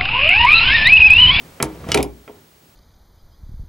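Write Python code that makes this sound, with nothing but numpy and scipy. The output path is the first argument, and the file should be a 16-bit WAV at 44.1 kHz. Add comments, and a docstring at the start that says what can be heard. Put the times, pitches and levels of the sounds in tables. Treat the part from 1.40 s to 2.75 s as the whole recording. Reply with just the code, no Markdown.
"""Long guns of wood and metal are set down and shifted on a hard tabletop, close to the microphone.
Each contact excites table, stock and metal action as damped modes, decaying noise bursts and short pulses.
Single spots of the tabletop and loose metal pieces ring on as decaying sines.
Sliding wood and rattling metal are coloured noise broken up by many small catches.
A small room answers with a few reflections and a short tail, over faint hiss and a thin electronic whine."""
import sys
import numpy as np
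from scipy import signal
from scipy.fft import rfft, irfft, next_fast_len
from scipy.io import wavfile
from scipy.ndimage import map_coordinates

SR = 44100
rng = np.random.default_rng(int(sys.argv[2]) if len(sys.argv) > 2 else 0)


def log_audio(samples):
    """Write samples as a 16-bit WAV file to the path given in sys.argv[1]."""
    # one column per channel
    frames = np.atleast_2d(samples).T
    # limit to full scale, then quantise
    limited = np.clip(frames, -1, 1)
    pcm = np.round(limited * 32767).astype(np.int16)
    wavfile.write(sys.argv[1], SR, pcm)


N = 59535

# Background hiss: freq_hz, relative_db
HISS_SPECTRUM = [(25, -21), (70, -1), (150, -11), (400, -14.5), (1000, -12), (3000, -14.5), (8000, -17),
                 (15000, -19.5), (16500, -40)]
# Hiss loudness: time_s, level_db
HISS_LEVEL = [(0, -52.5), (.45, -53.5), (.65, -57), (1.0, -57), (1.35, -58)]
# Hiss width: freq_hz, side_over_mid_db
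HISS_SIDE = [(60, -19), (600, 4.5), (5000, -3.5), (11000, -17.5)]
WHINE_RMS_DB, WHINE_HZ = -61.5, 15734

# Room decay: freq_hz, t60_s
ROOM_T60 = [(80, 0.59), (400, 0.28), (1500, 0.27), (4000, 0.11), (10000, 0.07), (16000, 0.078)]
ROOM_TAIL_DB, ROOM_WALLS_DB, ROOM_SIDE_DB = -13.5, -26.5, -11.5
ROOM_DELAY_S, ROOM_BASS_CUT_HZ = .007, 128

# Sliding and handling loudness: time_s, level_db
SLIDE_LEVEL = [(0, -47.5), (.17, -54.5), (.3, -43), (.42, -39), (.47, -37.5), (.505, -28.5), (.56, -31),
               (.68, -55), (.82, -54.5), (.97, -49.5), (1.1, -58.5), (1.21, -58.5), (1.235, -53),
               (1.35, -59)]
# Sliding colour: freq_hz, relative_db
SLIDE_SPECTRUM = [(30, -10.5), (100, 7.5), (170, 3.5), (400, 0.5), (700, -7), (1500, -16.5), (3500, -22),
                  (7000, -31.5), (15000, -54)]
# Metal rattle loudness: time_s, level_db
RATTLE_LEVEL = [(.46, -49.5), (.5, -31.5), (.53, -40), (.555, -43), (.6, -33), (.66, -66), (.72, -97)]
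# Metal rattle colour: freq_hz, relative_db
RATTLE_SPECTRUM = [(600, 10), (1500, -1.5), (2400, -1.5), (3400, -9), (5500, -12), (8000, -13.5),
                   (15000, -26)]

# Table's first heave under a blow: pitch_hz, level_db, t60_s
HEAVE_MODES = [(169, 10, .018)]
# Table frame modes: pitch_hz, level_db, t60_s
FRAME_MODES = [(62.2, -7.5, 0.56), (145.8, -9, 0.34)]
# Tabletop modes: pitch_hz, level_db, t60_s
TOP_MODES = [(269, -20.5, 0.13), (480, -8, 0.13), (510, -10, 0.09), (660.4, -7.5, 0.095), (766, -23, 0.2),
             (934, -4.5, 0.071)]
# Wooden stock modes: pitch_hz, level_db, t60_s
STOCK_MODES = [(1330, -1.5, 0.027), (2330, -3, 0.025), (3140, -8.5, 0.039)]

# Dense resonances of the table under the thud: freq_hz, relative_db
THUD_SPECTRUM = [(25, -35), (45, -16), (62, 18), (110, 17), (190, -6), (300, -8), (600, -30), (2000, -84)]
# Dense resonances of the tabletop: freq_hz, relative_db
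TOP_SPECTRUM = [(60, -23), (160, -0.5), (300, 3.5), (450, 0), (700, -3), (1000, -7), (1600, -35),
                (3500, -19), (9000, -115)]
# Dense resonances of the stock: freq_hz, relative_db
STOCK_SPECTRUM = [(80, -14), (380, 3.5), (850, -0.5), (1350, -3.5), (1600, -4), (2400, 1), (3300, -26),
                  (3900, -23), (9000, -89)]
# Dense resonances of the metal action: freq_hz, relative_db
METAL_SPECTRUM = [(200, -33), (1200, -5), (2500, 7), (4000, 1.5), (5300, 6), (7300, -7), (9000, -5.5),
                  (12000, -47), (15500, -51)]
# Bright click: freq_hz, relative_db
CLICK_SPECTRUM = [(500, -74), (4000, -7.5), (6500, -7), (9000, -6.5), (10100, -3), (11200, -6),
                  (12500, -13.5), (15500, -27)]

# Contacts: start_s, thud_db, top_db, stock_db, metal_db, click_db
CONTACTS = [(0.2018, -64, -24, -18, -41, -75), (0.2258, -18, -20.5, -15.5, -25.5, -9.5),
            (0.442, -64, -52, -39.5, -70, -81), (.467, -23.5, -35.5, -44, -70, -56),
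            (0.4884, -28, -30, -28, -34, -38), (0.518, -39, -40, -21, -10.5, -20.5),
            (0.5436, -21.5, -18, -18, -10.5, -35), (0.5458, -21.5, -15, -16, -40, -12),
            (0.5744, -24.5, -12.5, -24.5, -18.5, -23.5), (.588, -19.5, -18.5, -58, -50, -35),
            (0.6047, -29, -49, -53, -35, -44), (0.628, -23.5, -39, -37, -38, -16.5),
            (0.8783, -54, -40.5, -36.5, -71, -82), (.889, -65, -38.5, -69, -70, -72)]
# Spot of tabletop or loose metal piece that rings most: start_s, pitch_hz, level_db, t60_s
LOOSE_RINGS = [(0.225, 309.5, -24.5, 0.34), (.228, 417.3, -22.5, 0.22), (0.2261, 10020, -11, 0.013),
               (.442, 1145, -27.5, 0.028), (0.5183, 2938, -15, 0.075), (0.5181, 5150, -13, 0.014),
               (0.5444, 4115, -7, 0.013), (0.5472, 2430, -12.5, 0.024), (.547, 424.6, -8, 0.15),
               (0.574, 2437, -8.5, 0.021), (.575, 293.2, -16, 0.23), (.59, 409.9, -21.5, 0.31),
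               (0.6052, 2290, -17.5, 0.017), (.6285, 2375, -22, 0.024), (0.6292, 5000, -28, 0.026),
               (0.887, 417.2, -31, 0.15)]

# Lead of the left port: freq_hz, lead_rad
PORT_LEAD = [(0, 0), (150, 0.025), (520, 0.36), (1500, 1), (2000, 0.24), (3000, 0.58), (4200, 0.62),
             (6800, 0.53), (10000, 0.31), (16000, 0.4)]
# Extra left lead of the tabletop's low sound: time_s, lead_rad
TABLE_LEAD = [(.5, 0), (.55, 0.51), (.7, 0.52), (.85, 0)]
TABLE_LEAD_HZ = 890

THUD_BURST_DB, FRAME_DB, TOP_BURST_DB, TOP_MODES_DB, STOCK_BURST_DB = -6, -3, 1, 2, -2.5
STOCK_SNAP_DB, METAL_SNAP_DB = 14.5, 9.5
THUD_T60_S, TOP_T60_S, STOCK_T60_S, METAL_T60_S, CLICK_T60_S = 0.06, 0.17, 0.058, 0.023, 0.017
TABLE_ATTACK_S, CONTACT_ATTACK_S = 0.0054, .0001
BODY_LEFT_OVER_RIGHT_DB = -0.5
BAND_LIMIT_HZ = 16300


def amp(db):
    """Decibels to gain."""
    return 10 ** (np.asarray(db) / 20)


def unit(x):
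    """Scale to rms 1."""
    return x / np.sqrt(np.mean(x ** 2) + 1e-20)


def along(points, hz):
    """Interpolate (freq_hz, value) points on a log frequency axis."""
    freq_hz, value = np.transpose(points)
    return np.interp(np.log(hz + 1), np.log(freq_hz + 1), value)


def over_time(points):
    """Interpolate (time_s, value) points at every sample."""
    return np.interp(np.arange(N) / SR, *np.transpose(points))


def filtered(x, response):
    """Multiply the spectrum of x by a response of frequency."""
    size = next_fast_len(N + SR // 2)
    spectrum = rfft(x, size) * response(np.fft.rfftfreq(size, 1 / SR))
    return irfft(spectrum, size)[..., :N]


def noise(spectrum):
    """Coloured noise of rms 1."""
    white = rng.standard_normal(N)
    return unit(filtered(white, lambda hz: amp(along(spectrum, hz))))


def fade(t60_s, attack_s):
    """A quick rise and an exponential decay."""
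    t = np.arange(N) / SR
    return amp(-60 * t / t60_s) * (1 - np.exp(-t / attack_s))


def burst(spectrum, t60_s, attack_s):
    """Many close resonances struck at once, with the energy of their envelope."""
    shape = fade(t60_s, attack_s)
    return unit(noise(spectrum) * shape) * np.sqrt(np.mean(shape ** 2))


def ring(modes, attack_s, scatter_db=1, drift=0.076):
    """Damped modes; the shifting load makes their phase wander (drift: radians per root cycle)."""
    t = np.arange(N) / SR
    total = np.zeros(N)
    for pitch_hz, level_db, t60_s in modes:
        wander = drift * np.sqrt(pitch_hz / SR) * np.cumsum(rng.standard_normal(N))
        gain = amp(level_db + scatter_db * rng.standard_normal())
        total += gain * np.sin(2 * np.pi * pitch_hz * t + wander) * fade(t60_s, attack_s)
    return total


def pulse(spectrum, size=8192):
    """One causal minimum-phase pulse of unit energy with the given colour."""
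    log_gain = np.log(amp(along(spectrum, np.fft.rfftfreq(size, 1 / SR))))
    cepstrum = irfft(log_gain)[:size // 2]
    cepstrum[1:] *= 2  # fold to positive time
    wave = irfft(np.exp(rfft(cepstrum, size)))
    return np.pad(wave / np.linalg.norm(wave), (0, N - size))


def add(track, start_s, sound):
    """Mix a sound in from start_s."""
    i = int(np.clip(round(start_s * SR), 0, N - 1))
    track[i:] += sound[:N - i]


def background():
    """Hiss, narrow in the bass and treble, with a thin steady electronic whine."""
    t = np.arange(N) / SR
    whine = np.sqrt(2) * amp(WHINE_RMS_DB) * np.sin(2 * np.pi * WHINE_HZ * t)
    side = filtered(noise(HISS_SPECTRUM), lambda hz: amp(along(HISS_SIDE, hz)))
    hiss = noise(HISS_SPECTRUM) + np.array([[1], [-1]]) * side
    return whine + amp(over_time(HISS_LEVEL)) * hiss


def room(x, wall_count=8):
    """A few near walls, then a short tail that is duller as it dies."""
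    hz, t, cells = signal.stft(rng.standard_normal(SR // 2), SR, nperseg=256)
    decay = amp(-60 * t / along(ROOM_T60, hz)[:, None])
    tail = signal.istft(cells * decay, SR, nperseg=256)[1]
    answer = amp(ROOM_TAIL_DB) * tail / np.linalg.norm(tail)
    places = rng.integers(0, SR // 40, wall_count)
    signs = rng.choice([-1, 1], wall_count)
    answer[places] += amp(ROOM_WALLS_DB) * signs / np.sqrt(wall_count)
    answer = signal.lfilter(*signal.butter(1, ROOM_BASS_CUT_HZ, 'high', fs=SR), answer)
    delayed = np.pad(x, (int(ROOM_DELAY_S * SR), 0))
    return signal.fftconvolve(delayed, answer)[:N]


def scrape(level_points, spectrum, rough_db=1.0, catches_per_s=230):
    """Friction noise broken up by many small catches."""
    knots = np.arange(N) * catches_per_s / SR
    catches = map_coordinates(rng.standard_normal(N // 20), [knots])
    return amp(over_time(level_points)) * unit(noise(spectrum) * amp(rough_db * catches))


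def heave():
    """The table gives once under a blow and springs back, with no lasting offset."""
    push = ring(HEAVE_MODES, .0004)
    return signal.lfilter(*signal.butter(2, 70, 'high', fs=SR), push)


def table_thud():
    """Heave, dense low resonances and frame modes of the struck table."""
    dense = amp(THUD_BURST_DB) * burst(THUD_SPECTRUM, THUD_T60_S, TABLE_ATTACK_S)
    return heave() + dense + amp(FRAME_DB) * ring(FRAME_MODES, TABLE_ATTACK_S)


def tabletop_ring():
    """Dense resonances and separate modes of the board."""
    dense = amp(TOP_BURST_DB) * burst(TOP_SPECTRUM, TOP_T60_S, TABLE_ATTACK_S)
    return dense + amp(TOP_MODES_DB) * ring(TOP_MODES, TABLE_ATTACK_S)


def stock_knock():
    """A compact first pulse, then the modes and dense resonances of the wood."""
    snap = amp(STOCK_SNAP_DB) * pulse(STOCK_SPECTRUM)
    dense = amp(STOCK_BURST_DB) * burst(STOCK_SPECTRUM, STOCK_T60_S, CONTACT_ATTACK_S)
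    return snap + ring(STOCK_MODES, CONTACT_ATTACK_S) + dense


def metal_crack():
    """A compact first pulse, then the dense resonances of the action."""
    snap = amp(METAL_SNAP_DB) * pulse(METAL_SPECTRUM)
    return snap + burst(METAL_SPECTRUM, METAL_T60_S, CONTACT_ATTACK_S)


def bright_click():
    """A very short burst of dense treble resonances."""
    return burst(CLICK_SPECTRUM, CLICK_T60_S, CONTACT_ATTACK_S)


def guns():
    """Contacts excite table, stock and action; returns the centred sound and the gun body's."""
    centre, body = np.zeros(N), np.zeros(N)
    for start_s, thud_db, top_db, stock_db, metal_db, click_db in CONTACTS:
        add(centre, start_s, amp(thud_db) * table_thud())
        add(centre, start_s, amp(top_db) * tabletop_ring())
        add(body, start_s, amp(stock_db) * stock_knock())
        add(centre, start_s, amp(metal_db) * metal_crack())
        add(centre, start_s, amp(click_db) * bright_click())
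    for start_s, pitch_hz, level_db, t60_s in LOOSE_RINGS:
        add(body, start_s, ring([(pitch_hz, level_db, t60_s)], 1 / pitch_hz, drift=0.24))
    return centre, body


def table_lead(ports, sides):
    """The flexing tabletop reaches the two ports out of step: a phase turn of the low sound."""
    low = filtered(ports, lambda hz: 1 / (1 + (hz / TABLE_LEAD_HZ) ** 4))
    turn_rad = sides * over_time(TABLE_LEAD) / 2
    turned = np.real(signal.hilbert(low) * np.exp(1j * turn_rad))
    return ports - low + turned


def scene():
    """Blows, sliding, rattle and room reach the left port a little earlier; background is added."""
    centre, body = guns()
    centre = centre + scrape(SLIDE_LEVEL, SLIDE_SPECTRUM)
    body = body + scrape(RATTLE_LEVEL, RATTLE_SPECTRUM)
    dry = centre + body
    sides = np.array([[1], [-1]])  # left, right
    near = centre + body * amp(sides * BODY_LEFT_OVER_RIGHT_DB / 2) + room(dry)
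    ports = filtered(near, lambda hz: np.exp(.5j * sides * along(PORT_LEAD, hz)))
    room_side = sides * amp(ROOM_SIDE_DB) * room(dry)
    return table_lead(ports, sides) + room_side + background()


def record(dry):
    """Round peaks near full scale, then low-pass steeply at the band limit."""
    rounded = dry / (1 + np.abs(dry / .92) ** 6) ** (1 / 6)
    return filtered(rounded, lambda hz: 1 / (1 + (hz / BAND_LIMIT_HZ) ** 120))


dry = scene()
out = record(dry)
log_audio(out)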